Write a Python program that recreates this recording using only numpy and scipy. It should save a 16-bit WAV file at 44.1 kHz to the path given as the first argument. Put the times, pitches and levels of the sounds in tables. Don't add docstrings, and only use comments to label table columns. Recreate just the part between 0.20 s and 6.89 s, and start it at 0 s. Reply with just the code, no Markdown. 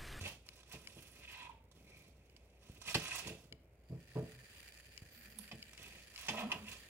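import sys
import numpy as np
from scipy import signal
from scipy.fft import rfft, irfft
from scipy.io import wavfile
from scipy.ndimage import uniform_filter1d

SR = 44100
rng = np.random.default_rng(int(sys.argv[2]) if len(sys.argv) > 2 else 0)


def digitize_waveform(pressure):
    field = np.atleast_2d(pressure).T
    bounded = np.clip(field, -1, 1)
    quanta = np.round(bounded * 32767).astype(np.int16)
    wavfile.write(sys.argv[1], SR, quanta)


N = 295029
T = np.arange(N) / SR

STROKES = [(.05, 0.013, -52, -50.5, -50.5), (.28, 0.13, -72, -70, -71.5), (.525, 0.027, -61.5, -58.5, -64),
           (.62, 0.38, -69, -67, -66), (1.0, .06, -70.5, -56, -74), (1.1, 0.15, -67, -52, -76),
           (1.56, 0.11, -79, -75, -65), (1.68, .2, -73.5, -77.5, -65.5), (1.95, 0.42, -84, -79, -71),
           (2.45, .13, -71.5, -68.5, -66.5), (2.695, 0.019, -51, -46, -60.5), (2.77, 0.085, -55, -53, -74),
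           (2.865, .125, -51, -46, -64), (3.075, 0.0083, -59, -45.5, -49), (3.16, 0.078, -75, -80, -64),
           (5.6, 0.071, -63.5, -56, -61.5), (5.72, 0.066, -68, -61.5, -62.5), (5.99, 0.11, -57.5, -54, -82),
           (6.115, 0.085, -61, -43.5, -66), (6.325, 0.042, -75, -54.5, -54), (6.49, 0.045, -60, -55.5, -61)]
CRACKLE, SCRAPE, RUMBLE = 2, 3, 4
STROKE_RISE_DB_PER_S, STROKE_FALL_DB_PER_S = 226, 240


def stroke_strength(column, fall_db_per_s=STROKE_FALL_DB_PER_S):
    return gestures(STROKES, STROKE_RISE_DB_PER_S, fall_db_per_s, column)


# start in seconds, relative level in dB, fading time (to 37 %) in seconds.
SNAPS = [(0.075, -40, 0.0037), (0.265, -48, 0.0017), (0.432, -45, 0.00091), (0.515, -47, 0.0022),
         (1.514, -56, 0.0063), (2.165, -56, 0.0039), (2.616, -42.5, 0.0051), (2.744, -25, 0.0035),
         (2.852, -34.5, 0.0023), (2.889, -41, 0.001), (2.982, -37, 0.0029), (3.072, -37.5, 0.0076),
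         (5.19, -41, 0.0017), (5.533, -37, 0.00071)]
# frequency in Hz, relative level in dB.
CRUMB_COLOUR = [(40, -40.5), (200, -7.5), (600, -1.5), (900, 5.5), (1400, 0.5), (2000, -4.5), (3300, 4.5),
                (4800, 4), (6300, 4), (10500, -1.5), (12800, -14.5), (15000, -15)]


def crumbs(effort):
    crackle = grains(per_s=6000, spread_db=4.3, clump_db=3.2, clump_s=0.006)
    drive = crackle * effort * amp(6.5)
    t = T[:SR // 8]
    for start, db, fade_s in SNAPS:
        add(drive, start, amp(db) * np.exp(-t / fade_s) * rng.standard_normal(len(t)))
    tone = colour(CRUMB_COLOUR)
    return convolve(drive, tone / np.linalg.norm(tone))


def pops(effort):
    breaks = grains(per_s=30, spread_db=3, clump_db=0, clump_s=1)
    return passed(breaks, 1500, "high") * effort * amp(3)


# pitch in Hz, width in Hz (doubled in each of two passes), relative level in dB.
GRATE_RINGS = [(2450, 720, 2), (2500, 200, 6.5), (2734, 150, -3.5), (2910, 130, -2), (3155, 410, -9)]


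def scrape():
    slips = grains(per_s=3000, spread_db=1.3, clump_db=3.8, clump_s=0.014)
    rung = np.zeros(N)
    for hz, width, db in GRATE_RINGS:
        rung += amp(db) * resonate_twice(slips, hz, 2 * width)
    return amp(1.5) * evened(rung) * stroke_strength(SCRAPE)


# start in seconds, length in seconds, final level in dB, swell in dB (a negative one fades),
# pitch in Hz, width of each of two resonances in Hz.
DRAGS = [(1.126, 0.18, -53.5, 7, 930, 148), (1.675, 0.17, -65, -2, 2330, 320),
         (6.103, .14, -43.5, 4, 726, 584), (6.324, 0.018, -43, 1, 895, 594)]


def drag():
    slips = grains(per_s=2000, spread_db=3.8, clump_db=3.2, clump_s=0.012)
    out = np.zeros(N)
    for start, length, db, swell_db, hz, width in DRAGS:
        remaining = np.clip((start + length - T) / length, 0, 1)
        grip = amp(db - swell_db * remaining)
        tone = evened(resonate_twice(slips, hz, width))
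        out += grip * tone * gesture(start, length, rise_db_per_s=500, fall_db_per_s=378)
    return out


# start in seconds, length in seconds, level in dB, pitch in Hz.
FIZZES = [(0.56, 0.35, -65.5, 10000), (4.924, 0.18, -62.5, 14300), (5.197, .015, -58.5, 11200)]


def fizz():
    fine = grains(per_s=4600, spread_db=4.5, clump_db=3.6, clump_s=0.023)
    out = np.zeros(N)
    for start, length, db, hz in FIZZES:
        hiss = evened(resonate_twice(fine, hz, width=3500))
        out += amp(db) * hiss * gesture(start, length, rise_db_per_s=500, fall_db_per_s=200)
    return out


# start in seconds, relative level in dB, length of the chatter in seconds.
KNOCKS = [(0.054, -43, 0.058), (.531, -39, 0.0038), (2.679, -34.5, 0.0032), (2.748, -15.5, 0.0036),
          (2.753, -28, 0.0043), (5.3139, -40, 0.0062), (6.084, -26.5, 0.013), (6.3173, -24.5, 0.0033)]
# frequency in Hz, relative level in dB.
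KNOCK_COLOUR = [(30, -49.5), (100, -5), (220, -3), (500, -6), (850, 6), (1300, -8), (2000, 0), (2750, 9),
                (3700, -2), (5200, -2.5), (8000, -13.5), (16000, -29.5)]


def knocks():
    drive, t = np.zeros(N), T[:SR // 8]
    for start, db, length in KNOCKS:
        fade = (1 + t / length) * np.exp(-2 * t / length)
        add(drive, start, amp(db) * fade * rng.standard_normal(len(t)))
    tone = colour(KNOCK_COLOUR)
    return convolve(drive, tone / np.linalg.norm(tone))


# frequency in Hz, relative level in dB.
WEIGHT_COLOUR = [(40, -35.5), (90, 2.5), (200, -2), (300, -6), (500, -6), (750, -12.5), (1200, -36.5),
                 (3000, -27.5)]


def shifting_weight():
    strength = np.maximum(stroke_strength(RUMBLE, fall_db_per_s=153), amp(-71.5))
    slips = grains(per_s=600, spread_db=3.3, clump_db=1.1, clump_s=0.035)
    return strength * evened(convolve(slips, colour(WEIGHT_COLOUR))[0])


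# start in seconds, length in seconds, level in dB.
JUDDERS = [(4.97, .15, -67.5), (5.17, 0.03, -55), (5.33, 0.04, -57), (6.11, .09, -51.5),
           (6.235, 0.019, -39), (6.32, 0.13, -57)]


def judder():
    pitch, strength = (evened(uniform_filter1d(rng.standard_normal(N), size=900)) for _ in range(2))
    turns = np.cumsum(214 * (1 + 0.07 * pitch)) / SR
    tone = evened(np.sin(2 * np.pi * turns) * amp(2.8 * strength))
    return gestures(JUDDERS, rise_db_per_s=800, fall_db_per_s=300) * tone


# start in seconds, peak level in dB, hardness as the low-pass cutoff in Hz.
THUDS = [(0.5356, -46, 403), (0.761, -48.5, 418), (2.749, -29.5, 400), (2.768, -38.5, 350),
         (3.056, -41.5, 356), (3.097, -41.5, 457), (3.313, -49, 363), (3.697, -39.5, 182), (3.72, -38, 246),
         (3.751, -44, 250), (3.954, -33, 480), (3.961, -30, 453), (3.984, -38, 450), (4.016, -35, 298),
         (5.326, -45.5, 333), (6.093, -41, 493), (6.321, -46.5, 453)]
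# pitch in Hz, relative level in dB, time to fall 60 dB in seconds.
BODY_MODES = [(83, -0.5, 0.083), (130.2, -1.5, 0.28), (160.6, 0.5, 0.099), (238.4, -2, 0.096),
              (331.2, -7, 0.24), (439, -4.5, 0.19), (473, -2.5, 0.094), (594, -5.5, 0.18), (655, -4.5, 0.2),
              (724, -25, 0.11), (860, -16, 0.22), (974, -9.5, 0.43)]


def thuds():
    out, t = np.zeros(N), T[:SR // 2]
    for start, db, hardness_hz in THUDS:
        dull_noise = passed(rng.standard_normal(len(t)), 1000, "low", order=1)
        scuff = evened(passed(dull_noise, 400, "high"))
        blow = ring(BODY_MODES) + amp(-12.5) * scuff * np.exp(-t / 0.023)
        blow = blow * (1 - np.exp(-t / 0.0048))
        blow = passed(blow, hardness_hz, "low")
        blow = passed(blow, 69, "high", order=4)
        add(out, start, amp(db) * blow / abs(blow).max())
    return out


# start in seconds, relative level in dB, left minus right in dB.
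TICKS = [(0.2888, -36, 10.5), (.673, -32, 8.5), (2.098, -56, -8), (2.1643, -46.5, -8.5),
         (3.325, -37.5, 9.5), (4.7767, -41, 18), (5.278, -46, -1), (5.427, -33, 4.5), (5.5775, -41, 15),
         (5.961, -33, 4), (5.978, -40.5, 17)]
# pitch in Hz, relative level in dB, time to fall 60 dB in seconds.
TONG_MODES = [(2277, -5.5, 0.021), (2950, -5, 0.014), (4140, -2.5, 0.0051), (5010, -3, 0.011),
              (7130, -10.5, 0.012)]
# start in seconds, relative level in dB.
CHINK = (5.1875, -30)
# pitch in Hz, relative level in dB, time to fall 60 dB in seconds.
STEEL_MODES = [(3700, -10, 0.0089), (9070, -7, .015), (10670, 1, 0.02), (13800, -7, .012)]


def ticks():
    out, t = np.zeros((2, N)), T[:SR // 2]
    for start, db, side_db in TICKS:
        snap = amp(-14.5) * rng.standard_normal(len(t)) * np.exp(-t / 0.0018)
        rung = ring(TONG_MODES, rng.random((len(TONG_MODES), 1)), scatter_db=2)
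        tick = rung + passed(snap, 11800, "low")
        tick = passed(tick, 1730, "high") * (1 - np.exp(-t / 0.0001))
        add(out[0], start + 0.0001, amp(db + side_db / 2) * tick)
        add(out[1], start, amp(db - side_db / 2) * tick)
    chink_start, chink_db = CHINK
    chink = ring(STEEL_MODES, rng.random((len(STEEL_MODES), 1)))
    add(out, chink_start, amp(chink_db) * amp([[-12], [0]]) * chink)
    echoes = space(walls_db=-14, walls_t60=0.03, room_db=7, room_t60=0.41)
    return out + amp(-15) * convolve(out, echoes)


# frequency in Hz, relative level in dB.
RUSTLE_COLOUR = [(300, -12), (1200, -5), (1850, 5), (2150, 0.5), (2450, 4.5), (3300, 1.5), (3750, -0.5),
                 (4750, 0.5), (5500, -4.5), (7000, -1.5), (9000, -4), (12000, -7), (15000, -7)]
# pitch in Hz, width in Hz, relative level in dB.
GRIP_RINGS = [(1810, 150, -4), (2375, 100, -3), (4710, 210, -7), (6970, 270, -4), (8730, 250, -7),
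              (10440, 400, 0.5)]
# frequency in Hz, relative level in dB.
RUSTLE_SHADE = [(500, -17), (1900, 2), (3200, 0), (3900, -8), (4800, 3.5), (5800, -7.5), (7200, -13),
                (9000, -11.5), (13000, -18)]
# time in seconds, level in dB.
RUSTLE_LEVEL = [(3.5, -91), (3.72, -70.5), (3.98, -61), (4.4, -57.5), (4.68, -60.5), (6.69, -60.5)]


def rustle():
    rubs = grains(per_s=1500, spread_db=3.5, clump_db=2.04, clump_s=0.013)
    fade = np.exp(-1 / (0.0014 * SR))
    puffs = np.sqrt(signal.lfilter([1], [1, -fade], rubs ** 2))
    rubbing = convolve(diffuse(N) * puffs, colour(RUSTLE_COLOUR))
    rubbing = rubbing + sum(amp(db) * resonate(rubbing, hz, width) for hz, width, db in GRIP_RINGS)
    left, right = drifting(rubbing, depth_db=1.33)
    left = np.roll(convolve(left, colour(RUSTLE_SHADE))[0], 4)
    return np.array([left, right]) / right.std() * level(RUSTLE_LEVEL)


# start in seconds, relative level in dB, time to fall 60 dB in seconds.
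BUMPS = [(.012, -36.5, 0.12), (2.498, -37.5, 0.013), (2.755, -31.5, .05), (4.821, -40, 0.017)]


def handling_bumps():
    out = np.zeros(N)
    for start, db, t60 in BUMPS:
        add(out, start, amp(db) * passed(ring([(91.8, 0, t60)]), 60, "high"))
    return out


# frequency in Hz, relative level in dB.
AIR_COLOUR = [(15, -23), (25, -13), (48, -24), (69, -1), (240, -17), (523, -15), (567, -13), (684, -19.5),
              (1080, -28), (1800, -29.5), (2230, -24), (3530, -41.5), (10100, -58), (15500, -57.5)]


def kitchen():
    air = evened(convolve(diffuse(N), colour(AIR_COLOUR)))
    hum = evened(np.sin(2 * np.pi * 59.5 * T))
    waver = evened(resonate(resonate(rng.standard_normal(N), 66, 4.9), 51.6, 3.9))
    return amp(-69) * air + amp(-69) * hum + amp(-75.5) * waver


# frequency in Hz, level in dB.
SHADE = [(220, -0.5), (600, -2), (1000, -6), (1700, -0.5), (2600, -2.5), (5000, -6.5), (7000, -15),
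         (10000, -15), (15000, -23)]


def space(walls_db, walls_t60, room_db, room_t60, size=200):
    t = T[:SR // 2]
    response = np.zeros((2, len(t)))
    response[0, 3] = response[1, 0] = 1
    for db, t60 in (walls_db, walls_t60), (room_db, room_t60):
        fade = np.exp(-np.log(1000) * t / t60) * (1 - np.exp(-20 * t / t60))
        tail = diffuse(len(t)) * fade
        response += amp(db) * tail / np.linalg.norm(tail[1])
    left, right = balanced(response, size)
    return np.array([convolve(left, colour(SHADE))[0, :len(right)], right])


def balanced(response, size):
    power = uniform_filter1d(np.mean(abs(rfft(response)) ** 2, axis=0), size)
    hz = np.fft.rfftfreq(response.shape[1], 1 / SR)
    return convolve(response, colour(np.c_[hz + 1, -10 * np.log10(power)]))


# frequency in Hz, likeness from 0 to 1.
LIKENESS = [(150, 0.99), (600, 0.89), (1000, 0.3), (2500, 0.28), (5000, 0)]


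def diffuse(size):
    a, b = rfft(rng.standard_normal((2, size)))
    same = np.clip(read(LIKENESS, np.fft.rfftfreq(size, 1 / SR)), 0, 1)
    return irfft(np.array([same * a + np.sqrt(1 - same ** 2) * b, a]), size)


def grains(per_s, spread_db, clump_db, clump_s):
    sizes = amp(spread_db * np.minimum(rng.exponential(1, N), 4)) * rng.choice([-1, 1], N)
    clumps = np.interp(T / clump_s, np.arange(N), rng.standard_normal(N))
    happens = rng.random(N) < per_s / SR
    return evened(sizes * happens * amp(clump_db * clumps))


def gesture(start, length, rise_db_per_s, fall_db_per_s):
    early, late = np.maximum(start - T, 0), np.maximum(T - start - length, 0)
    return amp(-rise_db_per_s * early - fall_db_per_s * late)


def gestures(rows, rise_db_per_s, fall_db_per_s, column=2):
    gains = [amp(row[column]) * gesture(row[0], row[1], rise_db_per_s, fall_db_per_s) for row in rows]
    return np.max(gains, axis=0)


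def ring(modes, phases=0, scatter_db=0):
    t = T[:SR // 2]
    hz, db, t60 = np.transpose(modes)[:, :, None]
    db = db + scatter_db * rng.standard_normal(db.shape)
    waves = np.sin(2 * np.pi * (hz * t + phases))
    sound = np.sum(amp(db - 60 * t / t60) * waves, axis=0)
    return sound / abs(sound).max()


def resonate(x, hz, width):
    turn = np.exp(2j * np.pi * np.cumsum(hz * np.ones(N)) / SR)
    r = np.exp(-np.pi * width / SR)
    return 2 * (turn * signal.lfilter([1 - r], [1, -r], x / turn + 1e-18)).real


def resonate_twice(x, hz, width):
    return resonate(resonate(x, hz, width), hz, width)


def drifting(x, depth_db):
    z = signal.stft(x, nperseg=512)[2]
    patches = uniform_filter1d(rng.standard_normal(z.shape[-2:]), size=14, axis=0)
    patches = uniform_filter1d(patches, size=22, axis=1)
    return signal.istft(z * amp(depth_db * evened(patches)), nperseg=512)[1][..., :N]


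def colour(points, size=4096):
    log_gain = np.log(amp(read(points, abs(np.fft.fftfreq(size, 1 / SR)))))
    return np.fft.ifft(np.exp(np.conj(signal.hilbert(log_gain)))).real[:size // 2]


def passed(x, hz, kind, order=2):
    return signal.sosfilt(signal.butter(order, min(hz, SR / 3), kind, fs=SR, output="sos"), x)


def convolve(x, response):
    return signal.oaconvolve(np.atleast_2d(x), np.atleast_2d(response), axes=1)[:, :N]


def add(mix, start, sound):
    part = mix[..., max(round(start * SR), 0):][..., :sound.shape[-1]]
    part += sound[..., :part.shape[-1]]


def level(rows):
    s, db = np.transpose(rows)
    return amp(np.interp(T, s, db, left=-np.inf, right=-np.inf))


def read(points, hz):
    f, value = np.transpose(points)
    return np.interp(np.log(hz + 1), np.log(f), value)


def amp(db):
    return 10 ** (np.asarray(db) / 20)


def evened(x):
    return x / np.sqrt(np.mean(x ** 2) + 1e-20)


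def scene():
    basket = space(walls_db=2.5, walls_t60=0.026, room_db=-6, room_t60=0.42)
    grate = space(walls_db=3, walls_t60=0.044, room_db=-4.5, room_t60=0.18)
    low_echoes = space(walls_db=-17.5, walls_t60=0.11, room_db=-10, room_t60=0.39, size=20)
    effort = stroke_strength(CRACKLE)
    sliding = drifting(crumbs(effort) + fizz() + scrape(), depth_db=0.84) + drag()
    hits = knocks() + pops(effort)
    low_sounds = shifting_weight() + judder() + thuds() + handling_bumps()
    echoing = convolve(sliding, basket) + convolve(hits, grate) + convolve(low_sounds, low_echoes)
    return echoing + ticks() + rustle() + kitchen()


def record(dry):
    low_pass = signal.firwin(511, 15850, window=("kaiser", 9), fs=SR)
    return signal.oaconvolve(dry, low_pass[None], "same")


dry = scene()
out = record(dry)
digitize_waveform(out)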